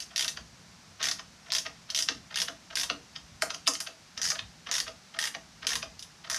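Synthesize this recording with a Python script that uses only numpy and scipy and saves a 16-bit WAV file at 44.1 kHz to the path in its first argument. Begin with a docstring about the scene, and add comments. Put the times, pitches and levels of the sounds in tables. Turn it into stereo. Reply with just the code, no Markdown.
"""A socket ratchet tightens bolts on the exhaust of a quad bike in a small garage.
Soft hiss and low hum are present from the start. On each back swing the loose socket first rocks through
its play, then the pawl skips over the gear teeth; after that the socket knocks as it takes up the load.
Each impact sets tool and exhaust ringing briefly, and bodywork and garage reflect the sound.
A few hard pulls shake the frame. The loudest blows fall just past halfway; five more swings follow."""
import sys
import numpy as np
from scipy import signal
from scipy.fft import rfft, irfft, next_fast_len
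from scipy.io import wavfile

SR = 44100
rng = np.random.default_rng(int(sys.argv[2]) if len(sys.argv) > 2 else 0)


def transcribe(u):
    """Save the signal u as a 16-bit wav file named by the first command-line argument.

    u: samples, shape (n,) or (channels, n), limited to [-1, 1]; the rate is SR.
    q: integer samples, one column per channel.
    """
    v = np.clip(np.atleast_2d(u).T, -1, 1)
    q = np.round(v * 32767).astype(np.int16)
    wavfile.write(sys.argv[1], SR, q)


N = 281693

# Noise spectrum of still air and microphone: f/Hz, relative density/dB
HISS_SPECTRUM = [(12, -48), (20, -26), (70, -5.5), (130, -7), (167, -3.5), (220, -8), (246, -13),
                 (430, -18), (772, -13.5), (939, -14.5), (1390, -14.5), (3200, -18.5), (5920, -14),
                 (12200, -34), (15700, -50)]
# Left-right coherence of diffuse sound: f/Hz, coherence (0-1)
COHERENCE = [(100, 0.99), (1000, 0.76), (3000, 0.83), (4800, 0.94), (6000, 0.27), (7500, 0), (15000, 0.45)]
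# Imbalance of the microphone ports, for the hiss and for the impacts: f/Hz, left minus right/dB
HISS_BALANCE = [(60, 1), (110, -1.5), (200, -1), (380, 1.5), (700, -5.5), (1290, -6.5), (2380, -2),
                (4400, -5), (8120, -8), (15000, 2)]
IMPACT_BALANCE = [(100, 0.5), (700, -1.5), (1200, -4), (2000, -1), (3000, -0.1), (4200, -1.5), (5200, -4.5),
                  (6000, -11), (7000, -5.5), (8500, -1.5), (10000, 0), (14000, -0.5)]
# Bands of room hum: f/Hz, bandwidth/Hz, rms level before swelling/dB
HUM_BANDS = [(62, 1.2, -72), (164, 22, -69), (229, 41, -71)]
# Single pawl drops outside the swings: t/s, relative level/dB, body/dB, brightness/dB, top treble/dB
PAWL_DROPS = [(.0023, -31.5, -2, 5, 0.5), (.0223, -35, 0, 8, -7), (.2794, -24, -4, 2, -3),
              (1.9017, -29, -12, -0.5, -8), (3.6785, -19, 5, 18.5, 4), (3.7355, -29, 0, 16, 3),
              (3.8027, -28, 6, 5.5, 5), (4.176, -32.5, 2.5, 6, -9.5), (5.9929, -37.5, -15, 4, 0),
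              (6.0245, -38, -10, 0.5, -1)]
# Contact spectra of pawl and socket: f/Hz, relative density/dB
PAWL_SPECTRUM = [(150, -28.5), (600, -25), (1200, -10.5), (1900, -2), (2450, -5.5), (3150, -0.5),
                 (3650, 0.5), (4150, -3), (4900, 2), (5900, 2.5), (7600, -10), (10300, -8.5),
                 (13000, -19.5), (15500, -36.5)]
SOCKET_SPECTRUM = [(100, -28), (260, -12), (400, -12.5), (650, -8), (900, -6.5), (1300, 6.5), (2400, 2),
                   (3100, 5), (4000, -0.5), (4900, 4.5), (6200, 0), (8000, -26.5), (10500, -26),
                   (15000, -49)]
# Normal modes of tool and exhaust: f/Hz, bandwidth/Hz, gain/dB
STEEL_MODES = [(283, 16, 7), (474, 18, 3), (654, 30, 13), (1846, 26, 4), (2695, 22, -8), (2864, 24, -4),
               (3169, 55, -4), (3640, 70, -7), (4626, 30, -8), (5390, 16, -6), (6061, 22, -7),
               (6241, 24, -2), (6392, 20, -7), (7492, 18, -2), (10528, 16, -1)]
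# Reverberation of the garage: f/Hz, base T60/s, relative level/dB
GARAGE_DECAY = [(197, 0.66, 0), (690, 0.16, 12), (2200, 0.28, -3.5), (4800, 0.26, -1.5), (8150, 0.26, 5.5),
                (15800, 0.24, 4)]
# Two knocks of the loose socket as a swing begins:
# share of slack left (0-1), level offset/dB, body/dB, brightness/dB, top treble/dB, thud/dB
SLACK_KNOCKS = [(1, -2.5, 0.5, -7, 4, 2), (.5, -3.5, 6.5, 1.5, -4, 3)]
# Back swings: first tooth t/s, last tooth t/s, tooth count, share of swing done at first and at last
# tooth (0-1), relative level/dB, first accent/dB, last accent/dB, body/dB, brightness/dB, top treble/dB,
# slack duration/s, relative slack level/dB
BACK_SWINGS = [(.1602, .245, 6, 0.12, 0.94, -21.5, -0.5, -3.5, -4.5, -0.5, -2.5, 0.049, -46),
               (1.0139, 1.1124, 7, 0.32, 0.98, -22.5, -8, 0.5, 3, 1.5, -4.5, .011, -35.5),
               (1.5027, 1.583, 6, 0.16, 0.88, -21.5, -12.5, 0, -3, 0.5, -4.5, 0.035, -46.5),
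               (1.9468, 2.0233, 6, 0.4, 0.9, -21.5, -0.5, -1, -6, 1, -2.5, 0.051, -44),
               (2.3428, 2.4169, 6, 0.28, .797, -23, -7, 3.5, -4, -1.5, -3, 0.031, -41),
               (2.7544, 2.8326, 6, 0.14, 0.96, -23, 1, 0.5, -1, 0, -2, 0.047, -39.5),
               (4.2157, 4.3016, 8, 0.13, 0.9, -23.5, 0, 3, 3.5, 9, -1.5, .039, -37.5),
               (4.7131, 4.8012, 7, .316, .936, -23.5, 2, 1.5, 1, 4, -3.5, .043, -32),
               (5.1884, 5.2718, 7, 0.4, 0.91, -26, 4.5, -2.5, 3, 0, -0.5, 0.042, -38),
               (5.6682, 5.7542, 6, 0.02, 0.98, -25, 3.5, 0, 5, 1, -2, 0.039, -34),
               (6.2986, 6.384, 6, 0.36, 0.93, -25.5, 0, -2, 10, 6, 0, .05, -39.5)]
# The socket takes up the load or is reseated:
# t/s, relative level/dB, body/dB, brightness/dB, top treble/dB, thud/dB
LOAD_KNOCKS = [(.2505, -36.5, 12, 8, -3, 2), (.372, -32, .5, .5, 2, -0.5), (1.1938, -34.5, 1.5, 0, 1, -3.5),
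               (1.6589, -36, 3, -4, -4, 2), (1.6642, -30, -5.5, -4.5, -4, 5.5),
               (2.0863, -18, -2.5, -1, 3, -4.5), (2.4829, -28, 0, -3, -7, -1),
               (2.8991, -21, -6.5, -6, -1, 2), (3.161, -32.5, -6.5, -3, 3, -2.5),
               (3.421, -17.5, 5.5, 11.5, 22.5, 4.5), (3.5036, -26.5, -1.5, 1, 4, 5.5),
               (3.5446, -30, -6, 6.5, 11, 3), (3.6688, -23, -19.5, -15, 15, 4.5),
               (3.675, -15, 2.5, 12.5, 18, -5.5), (3.7524, -29.5, -4.5, 6.5, 10, 0.5),
               (3.8709, -32.5, -5.5, -5, -1, 5.5), (4.3175, -27.5, -2, 1.5, -2, 2.5),
               (4.3551, -34.5, 0.5, -4, 2, 4), (4.3913, -27.5, -8, -11.5, -1, -1.5),
               (4.8675, -39.5, 2, -14, -4, 8), (4.8789, -33, -2, 1, 3, 7),
               (5.3482, -30.5, 0.5, -5.5, -1, 4.5), (5.8275, -29, -4.5, -2, -5, 10.5),
               (6.3822, -22, -2, -8, 3, 6)]
# Shakes of the frame under hard pulls: t/s, f/Hz, level/dB, time constant/s
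FRAME_SHAKES = [(.385, 62, -50.5, 0.03), (3.683, 270, -40, 0.012), (4.412, 105, -50.5, 0.021),
                (6.33, 77, -67, 0.023)]
# Reach of the tone controls body, brightness, top treble and thud: f/Hz, weight (0-1)
TONE_BANDS = [[(300, .3), (800, 1), (1800, 1), (2700, 0)],
              [(3900, 0), (5000, 1), (6800, 1), (9000, .4)],
              [(6500, 0), (8500, 1)],
              [(300, 0), (450, 1), (700, 1), (950, 0)]]

SKIM_DB = -3  # at full speed the pawl has less time to drop, so it clicks more softly
TOOTH_SCATTER_DB, TONE_SCATTER_DB = 1.2, 2.5  # no two teeth are alike
DULL_DB_PER_DB = 1.8  # a half-caught first tooth is duller


def amp(db):
    """Amplitude grows tenfold for every 20 dB."""
    return 10 ** (np.asarray(db) / 20)


def unit_rms(x):
    """Normalisation to unit mean power."""
    return x / np.sqrt(np.mean(x ** 2) + 1e-20)


def curve(points, hz):
    """Interpolation on a logarithmic frequency axis."""
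    f, value = np.transpose(points)
    return np.interp(np.log(hz + 1), np.log(f + 1), value)


def bins(size):
    """Fourier analysis resolves frequencies SR / size apart."""
    return np.fft.rfftfreq(size, 1 / SR)


def add(mix, s, sound):
    """Superposition: a stereo sound joins the mix at time s."""
    start = round(s * SR)
    sound = sound[:, max(-start, 0):]
    part = mix[:, max(start, 0):][:, :sound.shape[1]]
    part += sound[:, :part.shape[1]]


def colour(x, db):
    """Minimum-phase filtering: a causal response with the given gain in each bin."""
    size = x.shape[-1]
    cepstrum = irfft(np.log(amp(db)), size)
    cepstrum[..., 1:size // 2] *= 2
    cepstrum[..., size // 2 + 1:] = 0
    return irfft(rfft(x) * np.exp(rfft(cepstrum)), size)


def diffuse_pair(x):
    """Partial coherence: two independent signals become alike in the bass, less so in the treble."""
    size = x.shape[-1]
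    coherence = np.clip(curve(COHERENCE, bins(size)), 0, 1)
    mid, side = rfft(x) * np.sqrt([(1 + coherence) / 2, (1 - coherence) / 2])
    return irfft(np.array([mid + side, mid - side]), size)


def ports(x, balance):
    """Resonance colours each port differently; their summed power gain is constant."""
    size = next_fast_len(N + 4096, True)
    db = curve(balance, bins(size)) * np.array([[.5], [-.5]])
    db -= 10 * np.log10((amp(db) ** 2).mean(0))
    return colour(np.pad(x, ((0, 0), (0, size - N))), db)[:, :N]


def hiss_and_hum(hiss_db, swell_db):
    """Amplitude modulation: rumble and narrow bands of hum swell and sink beneath a steady hiss."""
    hz = bins(N)
    spectrum = rfft(rng.standard_normal((2, N))) * amp(curve(HISS_SPECTRUM, hz))
    hiss = amp(hiss_db) * unit_rms(ports(diffuse_pair(irfft(spectrum, N)), HISS_BALANCE))
    rumble = irfft(rfft(hiss) / (1 + (hz / 120) ** 4), N)
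    hum = np.zeros(N)
    for f, width, db in HUM_BANDS:
        band = rfft(rng.standard_normal(N)) / (1 + (2 * (hz - f) / width) ** 2)
        hum += amp(db) * unit_rms(irfft(band, N))
    swell = unit_rms(irfft(rfft(rng.standard_normal(N)) * (hz > 0) * np.exp(-hz / 6), N))
    return hiss - rumble + (rumble + hum) * amp(swell_db * swell)


def impacts(rows, spectrum, gain_db, rise_s, fall_s, crack_db, crack_hz, rebound_db,
            rattle_db, rattle_s, scuff_db=-np.inf, scuff_s=1):
    """Brief contact gives a broad spectrum: steel cracks on steel, chatters, rebounds and rattles."""
    size, lead, attack = 4096, 1024, 180  # samples
    t, hz, out = (np.arange(size) - lead) / SR, bins(size), np.zeros((2, N))
    after = np.maximum(t, 0)
    onset = after ** 2 / (rise_s ** 2 + after ** 2)
    chatter = onset * np.exp(-after / fall_s)
    rattle = amp(rattle_db) * onset * np.exp(-after / rattle_s)
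    slide = np.exp(-(t / scuff_s) ** 2)
    impulse = amp(crack_db) * np.linalg.norm(chatter) * (np.arange(size) == np.argmax(chatter))
    crack = irfft(rfft(impulse) / (1 + (hz / crack_hz) ** 4), size)  # the contact time rounds it off
    bands = [curve(band, hz) for band in TONE_BANDS]
    for s, db, *tone_db in rows:
        rebound = amp(rebound_db) * rng.random() * np.roll(chatter, int(SR * rng.uniform(.0022, .0073)))
        scuff = amp(scuff_db - db) * slide  # does not grow with the blow, so only soft ones sound scuffed
        envelope = np.sqrt(chatter ** 2 + rebound ** 2 + rattle ** 2 + scuff ** 2)
        noise = diffuse_pair(rng.standard_normal((2, size)) * envelope)
        tilt_db = sum(band * band_db for band, band_db in zip(bands, tone_db))
        hardness = amp(.5 * min(db + 14.5, 0))  # gentle blows hardly crack
        blow = colour(noise + hardness * crack, curve(spectrum, hz) + tilt_db)
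        attack_rms = np.sqrt(np.mean(blow[:, lead:lead + attack] ** 2))
        add(out, s - lead / SR, amp(db + gain_db) * blow / attack_rms)
    return out


def pawl_clicks(drops):
    """Impact of a small mass: the pawl snaps cleanly onto the gear, too light to thud."""
    return impacts([(*drop, 0) for drop in drops], PAWL_SPECTRUM, gain_db=-.5,
                   rise_s=.0006, fall_s=.00136, crack_db=-11.5, crack_hz=7260,
                   rebound_db=-7, rattle_db=-12, rattle_s=.0073)


def steel_ring(blows):
    """Free vibration: each mode of tool and exhaust decays at a rate of pi times its bandwidth."""
    t = np.arange(SR // 3) / SR
    modes = np.zeros_like(t)
    for hz, width, db in STEEL_MODES:
        damping = np.pi * width
        modes += amp(db) * 2 * damping / SR * np.exp(-damping * t) * np.cos(2 * np.pi * hz * t)
    return signal.oaconvolve(blows, modes[None], axes=1)[:, :N]


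def bending_waves(x, lag_s, corner_hz):
    """Dispersion: low bending waves travel slower in exhaust and frame, so each blow slides downwards."""
    size = next_fast_len(N + 8192, True)
    group_delay = lag_s * np.exp(-bins(size) / corner_hz)
    phase = 2 * np.pi * np.cumsum(group_delay) * SR / size
    return irfft(rfft(x, size) * np.exp(-1j * phase), size)[:, :N]


def echo_tails(build_s, t60_scale):
    """Reverberation: three sets of sparse reflections build up, then each band decays at its own rate."""
    size, echoes_per_s = SR // 2, 8000
    garage = np.array(GARAGE_DECAY)
    for taps in rng.standard_normal((3, 2, size)) * (rng.random((3, 1, size)) < echoes_per_s / SR):
        hz, t, spectra = signal.stft(diffuse_pair(taps), SR, nperseg=256)
        t60 = t60_scale * curve(garage[:, [0, 1]], hz)[:, None]
        db = curve(garage[:, [0, 2]], hz)[:, None]
        tail = signal.istft(spectra * amp(db - 60 * t / t60), SR, nperseg=256)[1]
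        tail *= 1 - np.exp(-(np.arange(tail.shape[1]) / SR / build_s) ** 2)
        yield tail / np.sqrt((tail ** 2).sum() / 2)


def reflections(x, build_s, t60_scale, wet_db, drift_hz):
    """Multipath propagation: the moving arm alters the paths, so the sound drifts between echo sets."""
    turn, out = 2 * np.pi * drift_hz * np.arange(N) / SR, np.zeros((2, N))
    for k, tail in enumerate(echo_tails(build_s, t60_scale)):
        share = np.sqrt(2 / 3) * np.cos(turn + 2 * np.pi * k / 3)  # the squares sum to one
        out += signal.oaconvolve(x * share, tail, axes=1)[:, :N]
    return amp(wet_db) * out


def socket_knocks():
    """Backlash: the socket slides and strikes as it rocks through its play or takes up the load."""
    rocking = [(first_s - left * slack_s, slack_db + db, *tone)
               for first_s, *_, slack_s, slack_db in BACK_SWINGS for left, db, *tone in SLACK_KNOCKS]
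    return impacts(LOAD_KNOCKS + rocking, SOCKET_SPECTRUM, gain_db=-2,
                   rise_s=.0007, fall_s=.00139, crack_db=-.5, crack_hz=6170,
                   rebound_db=-39, rattle_db=-12, rattle_s=.0043, scuff_db=-50.5, scuff_s=.0068)


def tooth_drops():
    """Harmonic motion: the hand swings past evenly spaced teeth, so the clicks crowd in mid swing."""
    drops = []
    for first_s, last_s, count, begin, end, db, first_db, last_db, *tone, _, _ in BACK_SWINGS:
        body_db, bright_db, top_db = tone
        phase = np.arccos(1 - 2 * np.linspace(begin, end, count))
        times = np.interp(phase, phase[[0, -1]], [first_s, last_s])
        levels = db + SKIM_DB * np.sin(phase)
        levels[[0, -1]] += first_db, last_db
        for k, (s, tooth_db) in enumerate(zip(times, levels)):
            loud, body, bright = rng.standard_normal(3)
            dull_db = DULL_DB_PER_DB * min(first_db, 0) * (k == 0)
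            drops.append((s, tooth_db + TOOTH_SCATTER_DB * loud, body_db + TONE_SCATTER_DB * body,
                          bright_db + TONE_SCATTER_DB * bright + dull_db / 2, top_db + dull_db))
    return drops


def frame_thuds():
    """Damped oscillation: a hard pull shakes the frame in a low note that swells and quickly dies."""
    t, out = np.arange(SR // 3) / SR, np.zeros((2, N))
    for s, hz, db, decay_s in FRAME_SHAKES:
        envelope = amp(db) * t / decay_s * np.exp(1 - t / decay_s)
        note = envelope * np.sin(2 * np.pi * (hz * t + rng.random()))
        add(out, s, np.array([note, note]))
    return out


def scene():
    """Superposition: direct sound, its reflections and the thuds add to the hiss and hum."""
    blows = pawl_clicks(tooth_drops() + PAWL_DROPS) + socket_knocks()
    direct = bending_waves(blows + steel_ring(blows), lag_s=.033, corner_hz=329.7)
    bodywork = reflections(direct, build_s=.0027, t60_scale=.27, wet_db=-3, drift_hz=2.8)
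    room = reflections(direct, build_s=.0071, t60_scale=.97, wet_db=-3, drift_hz=1.7)
    work = ports(direct + bodywork + room + frame_thuds(), IMPACT_BALANCE)
    return work + hiss_and_hum(hiss_db=-54, swell_db=4)


def record(dry):
    """Band limiting: a low-pass filter removes the highest treble."""
    lowpass = signal.firwin(255, cutoff=15400, window=("kaiser", 9), fs=SR)
    return signal.oaconvolve(dry, lowpass[None], "same")


dry = scene()
out = record(dry)
transcribe(out)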